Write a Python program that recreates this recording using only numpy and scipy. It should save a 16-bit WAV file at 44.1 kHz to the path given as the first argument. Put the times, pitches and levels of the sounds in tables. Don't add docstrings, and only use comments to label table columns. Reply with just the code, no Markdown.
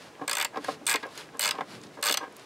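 import sys
import numpy as np
from scipy import signal
from scipy.fft import rfft, irfft
from scipy.io import wavfile
from scipy.ndimage import uniform_filter1d

SR = 44100
rng = np.random.default_rng(int(sys.argv[2]) if len(sys.argv) > 2 else 0)


def invert_db(level):
    return 10 ** (np.asarray(level, dtype=float) / 20)


def pcm_store(signal):
    levels = np.round(np.clip(np.atleast_2d(signal), -1, 1) * 32767)
    wavfile.write(sys.argv[1], SR, levels.astype(np.int16).T)


N = 108045


def level(x, db):
    return x * invert_db(db) / np.sqrt(np.mean(x ** 2) + 1e-30)


def loudest(x, span_s):
    power = uniform_filter1d(x ** 2, int(span_s * SR))
    return x / np.sqrt(power.max())


def colour(x, table):
    hz, db = np.array(table, float).T
    f = np.maximum(np.arange(len(x) // 2 + 1) * SR / len(x), 1)
    gain = invert_db(np.interp(np.log(f), np.log(hz), db))
    return irfft(rfft(x) * gain, len(x))


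def walk(rate_hz):
    hold = int(SR / rate_hz)
    steps = np.repeat(rng.standard_normal(N // hold + 1), hold)
    smooth = uniform_filter1d(uniform_filter1d(steps, hold), hold)
    return 4 / 3 * smooth[:N]


def add(out, x, s):
    i = max(int(s * SR), 0)
    out[i:i + len(x)] += x[:N - i]


def grit(size, grain_db):
    return rng.standard_normal(size) * invert_db(grain_db * rng.exponential(size=size))


def ring(drive, modes, spread, tilt_db=0, count=4):
    scatter_db = 1.7
    hz, db, t60 = np.repeat(np.array(modes, float), count, axis=0).T
    shift, cluster_luck = rng.standard_normal((2, len(hz)))
    mode_luck = np.repeat(rng.standard_normal(len(modes)), count)
    t = np.arange(min(2048, int(t60.max() * SR) + 64))[:, None] / SR
    hz = hz * (1 + spread * shift)
    gain = invert_db(db + scatter_db * (cluster_luck + mode_luck) + tilt_db * np.log2(hz / 1000))
    decay = np.exp(-np.log(1000) * t / np.maximum(t60, .003))
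    body = (gain * decay * np.sin(2 * np.pi * hz * t)).sum(axis=1)
    return signal.fftconvolve(drive, body)[:len(drive)]


def garage():
    # (frequency [Hz], level [dB per Hz])
    hum = [(30, -30), (70, -15), (130, -6.5), (450, -1.5), (1400, -10), (8000, -25.5), (16000, -40.5)]
    return level(colour(rng.standard_normal(N), hum), -51)


def shuffle():
    centre_hz, rustle_db, swing_db = 211, -62.5, 4.5
    # (time of peak [s], level [dB], width [s])
    lean = [
        (.24, -5, 0.027),
        (.71, 11, 0.055),
        (1.05, -7, 0.027),
        (1.42, 10, 0.14),
    ]
    band = signal.butter(2, [centre_hz * .5, centre_hz * 2], "band", fs=SR)
    t = np.arange(N) / SR
    lean_db = sum(db * np.exp(-.5 * ((t - s) / width) ** 2) for s, db, width in lean)
    rustle = signal.lfilter(*band, signal.lfilter(*band, rng.standard_normal(N)))
    return level(rustle, rustle_db) * invert_db(lean_db + swing_db * walk(8.86))


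def rub():
    grain_db, flicker_db = 2.2, 1.5
    # (time of peak [s], level [dB], rise [s], fall [s])
    swells = [(.01, -47.5, .05, 0.058), (.56, -62, 0.0041, 0.028), (.625, -51, 0.017, .015),
              (0.647, -43, 0.0055, 0.029), (0.713, -44.5, 0.027, 0.027), (1.005, -51, 0.014, 0.018),
              (1.177, -43.5, .045, 0.049), (1.55, -52, 0.0096, 0.032), (1.719, -47.5, 0.033, 0.053),
              (1.84, -53, 0.0083, 0.019), (1.95, -55.5, 0.017, 0.014), (2.41, -53, 0.041, 0.035)]
    # (frequency [Hz], level [dB per Hz])
    hiss = [(60, -57), (400, -0.5), (1500, 0), (3500, -3), (4700, -3), (6000, -10), (11000, -16),
            (16000, -35)]
    t = np.arange(N) / SR
    swell = np.zeros(N)
    for s, db, rise, fall in swells:
        width = np.where(t < s, rise, fall)
        swell += invert_db(db) * np.exp(-.5 * ((t - s) / width) ** 2)
    grains = level(colour(grit(N, grain_db), hiss), 0)
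    return grains * swell * invert_db(flicker_db * walk(37.34))


def ticks():
    decay_s = .002
    # (time [s], peak level [dB], centre frequency [Hz])
    contacts = [(0.153, -44.5, 2370), (0.557, -43, 3300), (0.572, -35, 3900), (0.645, -35, 8350),
                (.668, -50, 9000), (0.684, -37, 2700), (0.856, -45, 8200), (1.002, -44, 2800),
                (1.031, -35.5, 3400), (1.066, -47.5, 8050), (1.09, -47, 3900), (1.154, -47, 9000),
                (1.176, -34, 3520), (1.177, -34.5, 8800), (1.289, -43, 2200), (1.371, -46, 8350),
                (1.552, -40.5, 3500), (1.584, -37, 2800), (1.608, -38, 2900), (1.815, -44.5, 6000),
                (1.836, -41, 6000), (1.868, -46.5, 5000), (2.012, -46, 8100), (2.24, -54, 7500),
                (2.325, -50.5, 8250), (2.366, -40.5, 10300), (2.395, -47, 6960)]
    out, t = np.zeros(N), np.arange(1024) / SR
    for s, db, hz in contacts:
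        band = signal.butter(3, [hz / 1.7, hz * 1.35], "band", fs=SR)
        burst = rng.standard_normal(len(t)) * np.exp(-t / decay_s)
        add(out, invert_db(db) * loudest(signal.lfilter(*band, burst), 0.0068) / 2, s)
    return out


def knocks():
    # (time [s], rms level [dB], build-up [s], fade [s], brightness [dB per octave])
    pushes = [(0.156, -57, 0.0058, 0.0052, -10), (0.814, -44, 0.0019, 0.01, -22),
              (0.201, -44, 0.0074, .004, -4), (0.221, -30.5, 0.0063, 0.0058, -11.5),
              (.235, -40, 0.0022, 0.0034, 6), (.244, -40.5, 0.004, 0.0035, -20),
              (0.546, -39, 0.0083, 0.0095, 5), (.561, -32, 0.0018, 0.0039, 2),
              (0.573, -29, 0.0021, 0.0032, 12), (0.58, -31, 0.0042, 0.0037, -2),
              (0.589, -36.5, 0.005, 0.0018, -17.5), (.646, -34, 0.0013, 0.0023, 23.5),
              (.685, -28, 0.00057, 0.0043, -2), (.689, -24.5, 0.00081, 0.0033, -2),
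              (0.71, -44, 0.021, 0.058, -15.5), (0.949, -25.5, 0.0012, 0.0052, 4),
              (1.032, -34.5, 0.0029, 0.0072, 16), (1.058, -35, 0.0064, 0.017, -0.5),
              (1.355, -41, 0.011, 0.015, -1.5), (1.552, -39, 0.012, 0.05, 4),
              (1.589, -29.5, 0.0024, 0.0075, -2), (1.61, -25.5, 0.0017, 0.0031, 3.5),
              (1.618, -32, 0.0026, 0.0036, -7), (1.974, -44.5, 0.0011, 0.0043, 8),
              (1.991, -39.5, 0.0098, 0.015, -4), (2.106, -31, 0.0036, 0.0067, -3),
              (2.213, -37, 0.0053, 0.019, 11), (2.231, -35, 0.004, 0.02, 9.5),
              (2.282, -44.5, 0.004, 0.0018, -17)]
    # (frequency [Hz], level [dB], T60 [s])
    cover = [(301, 0.5, 0.12), (474, 15.5, 0.026), (591, 22.5, 0.028), (783, 27, 0.024), (1053, 30, 0.022),
             (1248, 21, 0.024), (1598, 18.5, 0.028), (1910, 9, 0.024), (2200, 7.5, 0.018),
             (2760, -6.5, 0.03), (3270, -9.5, 0.03), (4350, -25, 0.028)]
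    out = np.zeros(N)
    t = np.arange(6144) / SR - .05
    for s, db, build, fade, tilt_db in pushes:
        push = np.where(t < 0, np.exp(-.5 * (t / build) ** 2), np.exp(-np.maximum(t, 0) / fade))
        sound = ring(rng.standard_normal(len(t)) * push, cover, .015, tilt_db, count=3)
        add(out, invert_db(db) * loudest(sound, 0.0059), s + t[0])
    return out


def ratchet():
    rebound_s, rebound_db = .0014, -4
    snap_lag_s = .0007
    # (time [s], gear level [dB], extension level [dB], head level [dB], pawl level [dB])
    stroke_1 = [(0.2767, -18, -28.5, -29.5, -37), (0.294, -19.5, -27, -28.5, -36),
                (0.311, -22, -26.5, -25, -33), (0.3296, -18.5, -28.5, -29.5, -33),
                (0.3507, -21, -30, -31.5, -37), (0.368, -21, -25, -26.5, -31), (0.382, -23, -28, -32, -32),
                (0.3971, -24, -24, -30, -35), (0.4105, -24.5, -25.5, -24.5, -31),
                (0.4236, -22, -26.5, -32.5, -31), (0.4459, -18.5, -27, -26.5, -30)]
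    stroke_2 = [
        (0.8654, -12.5, -32, -27.5, -33),
        (0.8759, -14, -28, -26.5, -37),
        (0.885, -19, -23, -33, -34),
        (0.8939, -15.5, -25.5, -27, -35),
        (0.9012, -18, -26, -31, -28),
        (0.9108, -17, -22.5, -27, -35),
        (0.9179, -20, -28, -31, -35),
        (0.9262, -17, -24, -37, -32),
        (0.9381, -27, -24, -24.5, -33),
        (0.9563, -21.5, -26.5, -25.5, -36),
    ]
    stroke_3 = [(1.3932, -14.5, -28.5, -33, -29), (1.4071, -22, -38, -27, -29),
                (1.4166, -19, -32.5, -28, -29), (1.4263, -19, -30.5, -24, -32),
                (1.4357, -20, -31.5, -24, -33), (1.4455, -26, -26, -24.5, -34),
                (1.4546, -20, -24.5, -24.5, -29), (1.4657, -17, -31.5, -35, -45),
                (1.4751, -19, -26.5, -24, -35), (1.4875, -22, -27, -26, -36), (1.508, -20, -30, -20.5, -35)]
    stroke_4 = [(2.0256, -22.5, -28.5, -26, -30), (2.0373, -18, -27.5, -28, -37),
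                (2.0476, -19.5, -28.5, -33, -36), (2.0557, -20, -26.5, -26.5, -30),
                (2.0657, -16, -28, -27.5, -30), (2.0746, -22, -28.5, -24.5, -33),
                (2.0838, -26, -28, -22, -32), (2.094, -22, -23.5, -24, -31), (2.1096, -20, -33, -22.5, -34),
                (2.123, -17.5, -36, -22.5, -29), (2.14, -19.5, -26, -21, -29),
                (2.171, -19.5, -27, -23, -29.5)]
    # (frequency [Hz], level [dB], T60 [s])
    extension = [(611, -2, 0.08), (1123, -3.5, 0.088), (1315, 13.5, 0.015), (1560, 6.5, 0.021),
                 (1700, 7.5, 0.018), (1940, 6, 0.022), (2173, 17, 0.0084), (2395, 5, 0.031),
                 (2980, -3, 0.011)]
    head = [(2950, 2.5, 0.031), (3510, 4, 0.025), (3900, 1.5, 0.013), (4320, 6.5, 0.0067),
            (4590, 8, 0.0078), (5010, -4, .008), (6000, -3, 0.03)]
    gear = [(6370, -10, 0.012), (7500, 2, 0.016), (8170, 8.5, 0.0077), (8070, -6, .03), (8720, -3, 0.0092),
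            (10100, -27, 0.0054)]
    pawl = [(11150, -11, 0.0066), (11920, -1, 0.0066), (12600, -4, 0.0064), (13500, -6, .02),
            (15500, -14, 0.0032)]
    part_levels = (1.5, 2, -5, -2)
    chatter = (0.0055, 0.0018, 0.0014, 0.0029)
    build_up = (0.0026, 0.0023, 0.00011, 0.00015)
    spreads = (0.015, 0.022, 0.014, 0.008)
    gear_sag = (0.026, 0.06, 0.042, 0.033)
    # (extension tilt [dB per octave], head tilt [dB per octave])
    grip_tilt = [(1, -0.82), (9, 0.77), (-4, -0.067), (-5, 0.38)]

    def blow(u, build, fade):
        return (1 - np.exp(-u / build)) * np.exp(-u / fade)

    out, t = np.zeros(N), np.arange(2560) / SR
    for stroke, sag, grip in zip((stroke_1, stroke_2, stroke_3, stroke_4), gear_sag, grip_tilt):
        first, last = stroke[0][0], stroke[-1][0]
        for s, gear_db, ext_db, head_db, pawl_db in stroke:
            late = np.maximum(t - rebound_s * (.5 + rng.random()), 0)
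            turn = (s - first) / (last - first)
            sagged = [(hz * (1 - sag * (turn - .5)), db, t60) for hz, db, t60 in gear]
            parts = zip((extension, head, sagged, pawl), (ext_db, head_db, gear_db, pawl_db),
                        part_levels, chatter, build_up, spreads, (*grip, 0, 0))
            for modes, db, part_db, fade, build, spread, tilt_db in parts:
                force = blow(t, build, fade) + invert_db(rebound_db) * blow(late, build, fade)
                sound = ring(grit(len(t), 1.8) * force, modes, spread, tilt_db)
                add(out, invert_db(db + part_db) * loudest(sound, 0.00061), s + snap_lag_s)
    steel_cut = signal.butter(3, 590, "high", fs=SR, output="sos")
    return signal.sosfilt(steel_cut, out)


def noise_tail(t, decay):
    return decay / np.sqrt(np.sum(decay ** 2))


def bay(x):
    t60_s, dull_hz = 0.1, 5000
    t = np.arange(8192) / SR
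    noise = signal.lfilter(*signal.butter(1, dull_hz, fs=SR), rng.standard_normal(len(t)))
    tail = noise * np.exp(-np.log(1000) * t / t60_s)
    return signal.fftconvolve(x, tail / np.sqrt(np.sum(tail ** 2)))[:N]


def port_difference(mid):
    # (frequency [Hz], level [dB])
    leak = [(500, -72), (2000, -79), (4000, -26), (8000, -28.5), (12000, -23.5)]
    # (frequency [Hz], level [dB per Hz])
    air = [(30, -7), (400, 2), (2300, -6.5), (6000, -25)]
    t = np.arange(256) / SR
    smear = rng.standard_normal(len(t)) * np.exp(-t / 0.0028)
    smeared = signal.fftconvolve(mid, smear / np.sqrt(np.sum(smear ** 2)))[:N]
    return colour(smeared, leak) + level(colour(rng.standard_normal(N), air), -66)


def scene():
    low_cut = signal.butter(4, 190, "high", fs=SR, output="sos")
    tool = signal.sosfilt(low_cut, ticks() + knocks() + ratchet())
    mid = garage() + shuffle() + rub() + tool + invert_db(-12.5) * bay(tool)
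    side = port_difference(mid)
    return np.array([mid + side, mid - side])


def band_limit(x):
    return signal.sosfilt(signal.butter(12, 16800, fs=SR, output="sos"), x)


def record(dry):
    top_cut = signal.ellip(6, .5, 45, 15700, fs=SR, output="sos")
    mix = signal.sosfilt(top_cut, dry)
    return band_limit(mix)


dry = scene()
out = record(dry)
pcm_store(out)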